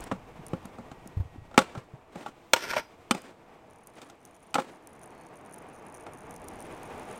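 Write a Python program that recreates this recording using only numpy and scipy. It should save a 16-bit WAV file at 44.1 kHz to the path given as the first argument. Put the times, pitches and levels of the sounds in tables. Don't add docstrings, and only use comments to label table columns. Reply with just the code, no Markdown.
import sys
import numpy as np
from scipy import signal
from scipy.fft import rfft, irfft, next_fast_len
from scipy.io import wavfile
from scipy.ndimage import map_coordinates

SR = 44100
rng = np.random.default_rng(int(sys.argv[2]) if len(sys.argv) > 2 else 0)


def log_audio(samples):
    frames = np.atleast_2d(samples).T
    limited = np.clip(frames, -1, 1)
    pcm = np.round(limited * 32767).astype(np.int16)
    wavfile.write(sys.argv[1], SR, pcm)


N = 317079


def amp(db):
    return 10 ** (np.asarray(db) / 20)


def unit(x):
    return x / np.sqrt(np.mean(x ** 2) + 1e-20)


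def along(points, hz):
    f, v = np.transpose(points)
    return np.interp(np.log(hz + 1), np.log(f + 1), v)


def curves(rows):
    s, *cols = np.transpose(rows)
    return [np.interp(np.arange(N) / SR, s, c) for c in cols]


def wobble(rate):
    knots = rng.standard_normal(int(N * rate / SR) + 4)
    return map_coordinates(knots, [np.arange(N) * rate / SR])


def fade(t, t60):
    return np.exp(-np.log(1000) * t / max(t60, 1e-4))


def coloured(x, points):
    m = 2 * next_fast_len(len(x) // 2 + 2048)
    log_gain = np.log(amp(along(points, np.fft.rfftfreq(m, 1 / SR))))
    cepstrum = irfft(log_gain)
    cepstrum[1:m // 2] *= 2
    cepstrum[m // 2 + 1:] = 0
    return irfft(rfft(x, m) * np.exp(rfft(cepstrum)))[:len(x)]


def noise(points):
    return unit(coloured(rng.standard_normal(N), points))


def ring(modes, t, scatter_db):
    sound = 0
    for hz, db, t60 in modes:
        strength = rng.choice([-1, 1]) * amp(db + scatter_db * rng.standard_normal())
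        sound = sound + strength * fade(t, t60) * np.sin(2 * np.pi * hz * t)
    return sound


def add(track, s, sound):
    part = track[max(round(s * SR), 0):][:len(sound)]
    part += sound[:len(part)]


# time in seconds, level in dB before a 1.8 dB boost.
WIND_LEVEL = [(0.0, -51), (0.86, -61.5), (1.4, -57.5), (1.94, -69), (4.64, -72.5), (5.75, -68.5),
              (6.49, -59), (7.19, -62)]
# frequency in Hz, gain in dB.
WIND_TONE = [(15, -5), (35, -2.5), (90, -3), (150, -3), (300, -31.5), (900, -73)]


def wind():
    return amp(curves(WIND_LEVEL)[0] + 1.8 + 1.2 * wobble(4)) * noise(WIND_TONE)


# frequency in Hz, time to fall 60 dB in seconds.
PLAZA_DECAY = [(150, 0.33), (1000, 0.38), (4000, 0.66), (12000, 0.48)]


def plaza(x):
    hz, t, z = signal.stft(rng.standard_normal(SR // 2), SR, nperseg=256)
    decay = np.exp(-np.log(1000) * t / along(PLAZA_DECAY, hz)[:, None])
    tail = signal.istft(z * decay, SR, nperseg=256)[1]
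    delayed = np.pad(x, (round(0.014 * SR), 0))
    return signal.fftconvolve(delayed, tail / np.linalg.norm(tail))[:N]


THUMP_CYCLES = 6.1
# start in seconds, level in dB before a 6 dB boost, pitch in Hz.
THUMPS = [(0.391, -31, 164), (1.169, -18.5, 92), (1.199, -18.5, 85.5), (1.251, -33.5, 93),
          (1.358, -30.5, 278), (1.38, -34.5, 93), (1.418, -37, 108), (1.774, -26, 124), (1.936, -32, 132)]


def thumps():
    out, t = np.zeros(N), np.arange(SR // 4) / SR
    for s, db, hz in THUMPS:
        grit = unit(coloured(rng.standard_normal(len(t)), [(400, -1.5), (1500, -20.0), (6000, -37.5)]))
        push = np.sin(2 * np.pi * hz * t) + 0.067 * grit
        onset = 1 - np.exp(-t / 0.0047)
        add(out, s, -amp(db + 6.0) * push * fade(t, THUMP_CYCLES / hz) * onset)
    return out


RATTLE_START_S = 3.7
RATTLE_PER_S, RATTLE_SCATTER_DB, RATTLE_CLUSTER_DB = 95, 4.2, 2.3
RATTLE_DB, RATTLE_GROWS, CRUISE_DB = -56, 0.79, -55
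TICK_DETUNE = .012
# start in seconds, peak level in dB.
TICKS = [(0.0064, -34), (0.0397, -34), (0.4657, -32), (0.4833, -37.5), (0.6553, -38), (1.0745, -35),
         (3.2186, -38.5), (3.8716, -37.5), (4.2516, -37.5), (4.8724, -37), (6.309, -35.5), (6.3627, -36.5),
         (6.4846, -32), (6.6044, -35)]
# frequency in Hz, strength in dB, time to fall 60 dB in seconds.
TINY_RING = [(6080, -5.5, 0.00459), (6610, -9.5, 0.0076), (9200, -8, 0.0104), (9560, -0.5, 0.0073),
             (10100, -9.5, 0.0058)]
# frequency in Hz, gain in dB.
TICK_SNAP = [(2500, -23.5), (6500, -4.5), (9500, -4), (13500, -6), (16000, -18.5)]


def ticks():
    out, t = np.zeros(N), np.arange(SR // 40) / SR
    growth_db = RATTLE_GROWS * (curves(ROLL_LEVEL)[0] - CRUISE_DB)
    shake_db = RATTLE_DB + growth_db + RATTLE_CLUSTER_DB * wobble(11.0)
    started = np.arange(N) > RATTLE_START_S * SR
    shaken = np.flatnonzero((rng.random(N) < RATTLE_PER_S / SR) & started)
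    size_db = shake_db + RATTLE_SCATTER_DB * rng.standard_normal(N)
    soft = [(i / SR, size_db[i]) for i in shaken]
    for rows, snap_db in ((TICKS, -5), (soft, -11)):
        for s, db in rows:
            snap = amp(snap_db) * unit(coloured(rng.standard_normal(len(t)), TICK_SNAP)) * fade(t, .009)
            detuned_t = t * (1 + TICK_DETUNE * rng.standard_normal())
            tick = (ring(TINY_RING, detuned_t, scatter_db=3.5) + snap) * (1 - np.exp(-t / .0004))
            add(out, s, amp(db) * tick / np.abs(tick).max())
    return out


WHINE_S, WHINE_HALF_S, WHINE_HZ, WHINE_DB = 1.2, .55, 1900, -67


def whine():
    t = np.arange(N) / SR
    swell = amp(WHINE_DB) * np.exp(-((t - WHINE_S) / WHINE_HALF_S) ** 2)
    return swell * np.sin(2 * np.pi * np.cumsum(WHINE_HZ + 18 * wobble(140)) / SR)


def squeak():
    t = np.arange(N) / SR
    swell = amp(-73) * np.exp(-((t - 5.2) / .09) ** 2)
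    return swell * np.sin(2 * np.pi * np.cumsum(4390 + 35 * wobble(120)) / SR)


SKID_DELAY_S, SKID_HALF_S, SKID_DB = 0.026, 0.022, -23
# middle in seconds, level in dB, half length in seconds.
SCUFFS = [(0.023, -45.5, 0.074), (1.723, -51.5, 0.12), (2.185, -48, 0.048), (2.264, -52.5, 0.047),
          (3.179, -49, 0.031), (3.27, -49.5, 0.039), (3.997, -50, 0.044), (4.09, -54.5, 0.039),
          (4.651, -50.5, 0.077)]


def scuffs():
    t = np.arange(N) / SR
    skids = [(s + SKID_DELAY_S, db + SKID_DB, SKID_HALF_S) for s, db, *_ in KNOCKS]
    pressure = sum(amp(db) * np.exp(-((t - s) / half) ** 2) for s, db, half in SCUFFS + skids)
    rasp = noise([(80, -14.0), (250, 7.5), (900, 0.5), (2200, -6.5),
                  (5000, -17.5), (8500, -18.5), (11000, -31), (16000, -32.5)])
    return pressure * amp(3.4 * wobble(90)) * rasp


ROAR_DB = 0.5
# time in seconds, level in dB.
ROLL_LEVEL = [(0.0, -51), (0.26, -52), (0.74, -50.5), (1.32, -56.5), (1.46, -56.5), (1.68, -51.5),
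              (1.86, -56.5), (2.58, -57.5), (2.68, -50), (2.88, -57.5), (3.42, -55), (4.44, -58),
              (5.02, -52), (6.61, -46.5), (6.73, -44.5), (7.19, -43.5)]
# time in seconds, level in dB before a 2.5 dB cut.
HISS_LEVEL = [(0.0, -64.5), (0.56, -61), (2.08, -70), (2.58, -62.5), (2.68, -66), (2.88, -65.5),
              (3.85, -69), (6.25, -65), (6.71, -58), (7.19, -56)]
# frequency in Hz, gain in dB.
ROAR_TONE = [(41, -32.5), (70, -6.5), (216, 0), (337, 2), (410, -1), (465, 3), (556, -3.5), (619, 1),
             (900, -0.5), (1060, -5), (1160, -3.5), (1290, -9), (2490, -15.5), (4410, -45), (5000, -35),
             (6500, -68), (11000, -120)]
# frequency in Hz, gain in dB.
HISS_TONE = [(1200, -27.5), (2200, 7), (3300, 3), (4500, -3.5), (6700, -5), (8300, -6), (9600, -9.5),
             (11000, -12.5), (14000, -13), (16000, -18.5)]


def rolling():
    surface = wobble(35)
    roar = amp(curves(ROLL_LEVEL)[0] + ROAR_DB + 1.2 * surface) * noise(ROAR_TONE)
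    hiss = amp(curves(HISS_LEVEL)[0] - 2.5 + 0.98 * surface) * noise(HISS_TONE)
    return roar + hiss


CRACK_GROWS = 1.25


def registers(db, weight_db, hardness_db, crack_db):
    return [db + weight_db, db, db + hardness_db, db + CRACK_GROWS * hardness_db + crack_db]


def blow(modes, spectrum, levels_db, t60, ring_db, chatter_db, chatter_t60, rise):
    t = np.arange(SR // 3) / SR
    contact = fade(t, t60) + amp(chatter_db) * fade(t, chatter_t60)
    burst = unit(coloured(rng.standard_normal(len(t)) * contact, spectrum))
    sound = burst + amp(ring_db) * unit(ring(modes, t, scatter_db=6.5))
    sound = sound * (1 - np.exp(-t / rise))
    edges = [80, 400, 1700, 5000, 16000]
    attack = round(.012 * SR)
    total = np.zeros(len(t))
    for k, db in enumerate(levels_db):
        sos = signal.butter(2, edges[k:k + 2], "band", fs=SR, output="sos")
        band = signal.sosfilt(sos, sound)
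        total += (-1) ** k * amp(db) * band / np.std(band[:attack])
    return total


CONTACT_T60_S, HALVING_DB = 0.033, 36
CRACK_DB = -4
CRACK_MAX_DB = -26
# start in seconds, strength in dB before a 4 dB cut,
# weight behind the blow in dB over the strength, hardness in dB over the strength.
KNOCKS = [(0.1135, -27, -1, -16.5), (0.532, -36, 12.5, -14), (0.651, -48, 11, -8), (0.784, -51.5, 15, -6),
          (0.914, -45.5, 5, -7.5), (1.057, -56, 15.5, -8), (1.512, -47, -24, -15),
          (1.542, -40.5, -28, -12.5), (1.577, -16.5, 5, 3.5), (1.5875, -19, -21, -5),
          (1.75, -38, -3.5, -13.5), (2.156, -45.5, 10.5, -7), (2.261, -31, -36, -15.5),
          (3.1091, -26.5, 7, 7), (3.147, -38, 6.5, -2.5), (4.016, -59, -15, 10), (4.098, -59.5, 4, 7.5),
          (4.542, -32.5, -12, 4), (4.553, -19, -17, -13), (4.5822, -20, -17, -20),
          (6.065, -40.5, -14, -11.5)]
# frequency in Hz, strength in dB, time to fall 60 dB in seconds.
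FRAME_RING = [(189, -3.5, 0.14), (235, -1.5, 0.085), (387, -13.5, 0.091), (530, 0, 0.098),
              (601, -8.5, 0.072), (822.6, 6, 0.078), (1136, -7.5, 0.077), (1370, -7, .09),
              (1440, -13.5, .06), (2440, -8.5, 0.015), (3060, -14.5, 0.047), (3540, -8.5, 0.021),
              (7210, -22, 0.019), (8570, -29, 0.046)]
# frequency in Hz, gain in dB.
BLOW_TONE = [(35, -32.5), (60, -19), (165, 1), (260, 2.5), (400, -10), (838, -2.5), (964, -9.5),
             (1300, -3.5), (1690, -17), (2340, -16), (3600, -20.5), (4700, -27), (8640, -26.5),
             (10300, -39.5), (14000, -38.5), (15800, -47.5)]


def knocks():
    out = np.zeros(N)
    for s, db, weight_db, hardness_db in KNOCKS:
        thud, knock, clack, crack = registers(db, weight_db, hardness_db, CRACK_DB)
        levels_db = [thud, knock, clack, min(crack, CRACK_MAX_DB)]
        t60 = CONTACT_T60_S * 2 ** (-hardness_db / HALVING_DB)
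        add(out, s, blow(FRAME_RING, BLOW_TONE, levels_db, t60,
                         ring_db=-3.5, chatter_db=-31.5, chatter_t60=.1, rise=0.00092))
    return amp(-4.0) * out


DECK_WEIGHT_DB, DECK_CRACK_DB = -8.5, -2
# start in seconds, strength in dB before a 1.5 dB cut,
# hardness in dB over the strength, time for the contact to fall 60 dB in seconds.
SLAPS = [(2.534, -18.5, 0, 0.029), (2.5617, -30.5, -6.5, 0.11), (2.734, -29.5, -13, 0.054),
         (2.765, -23, -17, 0.092)]
# frequency in Hz, strength in dB, time to fall 60 dB in seconds.
DECK_RING = [(512, -6.5, 0.038), (620, -0.5, 0.058), (940, 0.5, 0.065), (1200, -3, 0.034), (1427, 8, 0.045),
             (2270, -9, .04), (2340, -4.5, 0.036), (2900, -6.5, 0.033), (3320, -7, .035),
             (4200, -12, 0.018), (5550, -12, .02), (5430, -9.5, 0.042), (8600, -10.5, 0.016),
             (13300, -20, .008)]
# frequency in Hz, gain in dB.
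SLAP_TONE = [(47, -45.5), (100, -17), (450, -5), (933, -5), (1450, -5.5), (2950, -5.5), (5120, -17.5),
             (6250, -15), (8600, -16), (9800, -30), (13800, -22.5), (16000, -29)]


def slaps():
    out = np.zeros(N)
    for s, db, hardness_db, t60 in SLAPS:
        levels_db = registers(db, DECK_WEIGHT_DB + .7 * hardness_db, hardness_db, DECK_CRACK_DB)
        add(out, s, blow(DECK_RING, SLAP_TONE, levels_db, t60,
                         ring_db=-2.0, chatter_db=-35.0, chatter_t60=0.058, rise=0.00017))
    return amp(-1.5) * out


# start in seconds, level in dB.
AFTERRING = [(2.79, -58), (3.112, -52)]


def afterring():
    out, t = np.zeros(N), np.arange(SR // 2) / SR
    for s, db in AFTERRING:
        add(out, s, amp(db) * ring([(4950, 0, .36), (5030, -6, .25)], t, scatter_db=1))
    return out


GRIND_START_S, GRIND_FULL_S, GRIND_END_S = 2.545, 2.63, 2.785
GRIND_DB = -41.5
GRIND_RISE_DB_PER_S, GRIND_FALL_DB_PER_S = 130, 422
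JUDDER_HZ, JUDDER_DB = 13, 3.5
CONTACT_WANDER_DB, CONTACT_WANDER_PER_S = 5, 40
# frequency in Hz, gain in dB.
SCRAPE_TONE = [(100, -48), (250, -17), (500, -6.5), (750, -9), (1050, -22), (1500, -5), (2400, -8),
               (4000, -17.5), (5600, -9.5), (7000, -26), (9000, -22), (10500, -31.5), (13500, -24.5),
               (16000, -50)]


def grind():
    t = np.arange(N) / SR
    rise_db = GRIND_RISE_DB_PER_S * np.maximum(GRIND_FULL_S - t, 0)
    fall_db = GRIND_FALL_DB_PER_S * np.maximum(t - GRIND_END_S, 0)
    level_db = GRIND_DB - rise_db - fall_db
    judder_db = JUDDER_DB * np.cos(2 * np.pi * JUDDER_HZ * (t - GRIND_END_S))
    rough_db = 1.2 * wobble(190) + 1.3 * wobble(600)
    sliding = amp(level_db + judder_db + rough_db) * (t > GRIND_START_S)
    grains = unit(rng.standard_normal(N) * (rng.random(N) < 4000 / SR))
    bite = amp(np.interp(t, [2.68, 2.77], [-4, 2]))
    loads = np.array([amp(CONTACT_WANDER_DB * wobble(CONTACT_WANDER_PER_S)) for _ in range(3)])
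    body = np.zeros(N)
    for load in loads / np.linalg.norm(loads, axis=0):
        deck_t = t[:SR // 4] * (1 + .04 * rng.standard_normal())
        deck = ring(DECK_RING, deck_t, scatter_db=4)
        body += signal.fftconvolve(load * bite * sliding * grains, deck / np.linalg.norm(deck))[:N]
    scrape = amp(3.0) * sliding * unit(coloured(grains, SCRAPE_TONE))
    return scrape + body


def scene():
    scooter = knocks() + slaps() + grind() + afterring() + scuffs() + squeak() + whine()
    echo = amp(-27) * plaza(scooter)
    return (scooter + echo + rolling() + wind() + thumps() + ticks())[None]


TOP_HZ = 15900


def record(dry):
    m = next_fast_len(N + SR // 2)
    kept = np.fft.rfftfreq(m, 1 / SR) < TOP_HZ
    return irfft(rfft(np.clip(dry, -1, 1), m) * kept, m)[..., :N]


dry = scene()
out = record(dry)
log_audio(out)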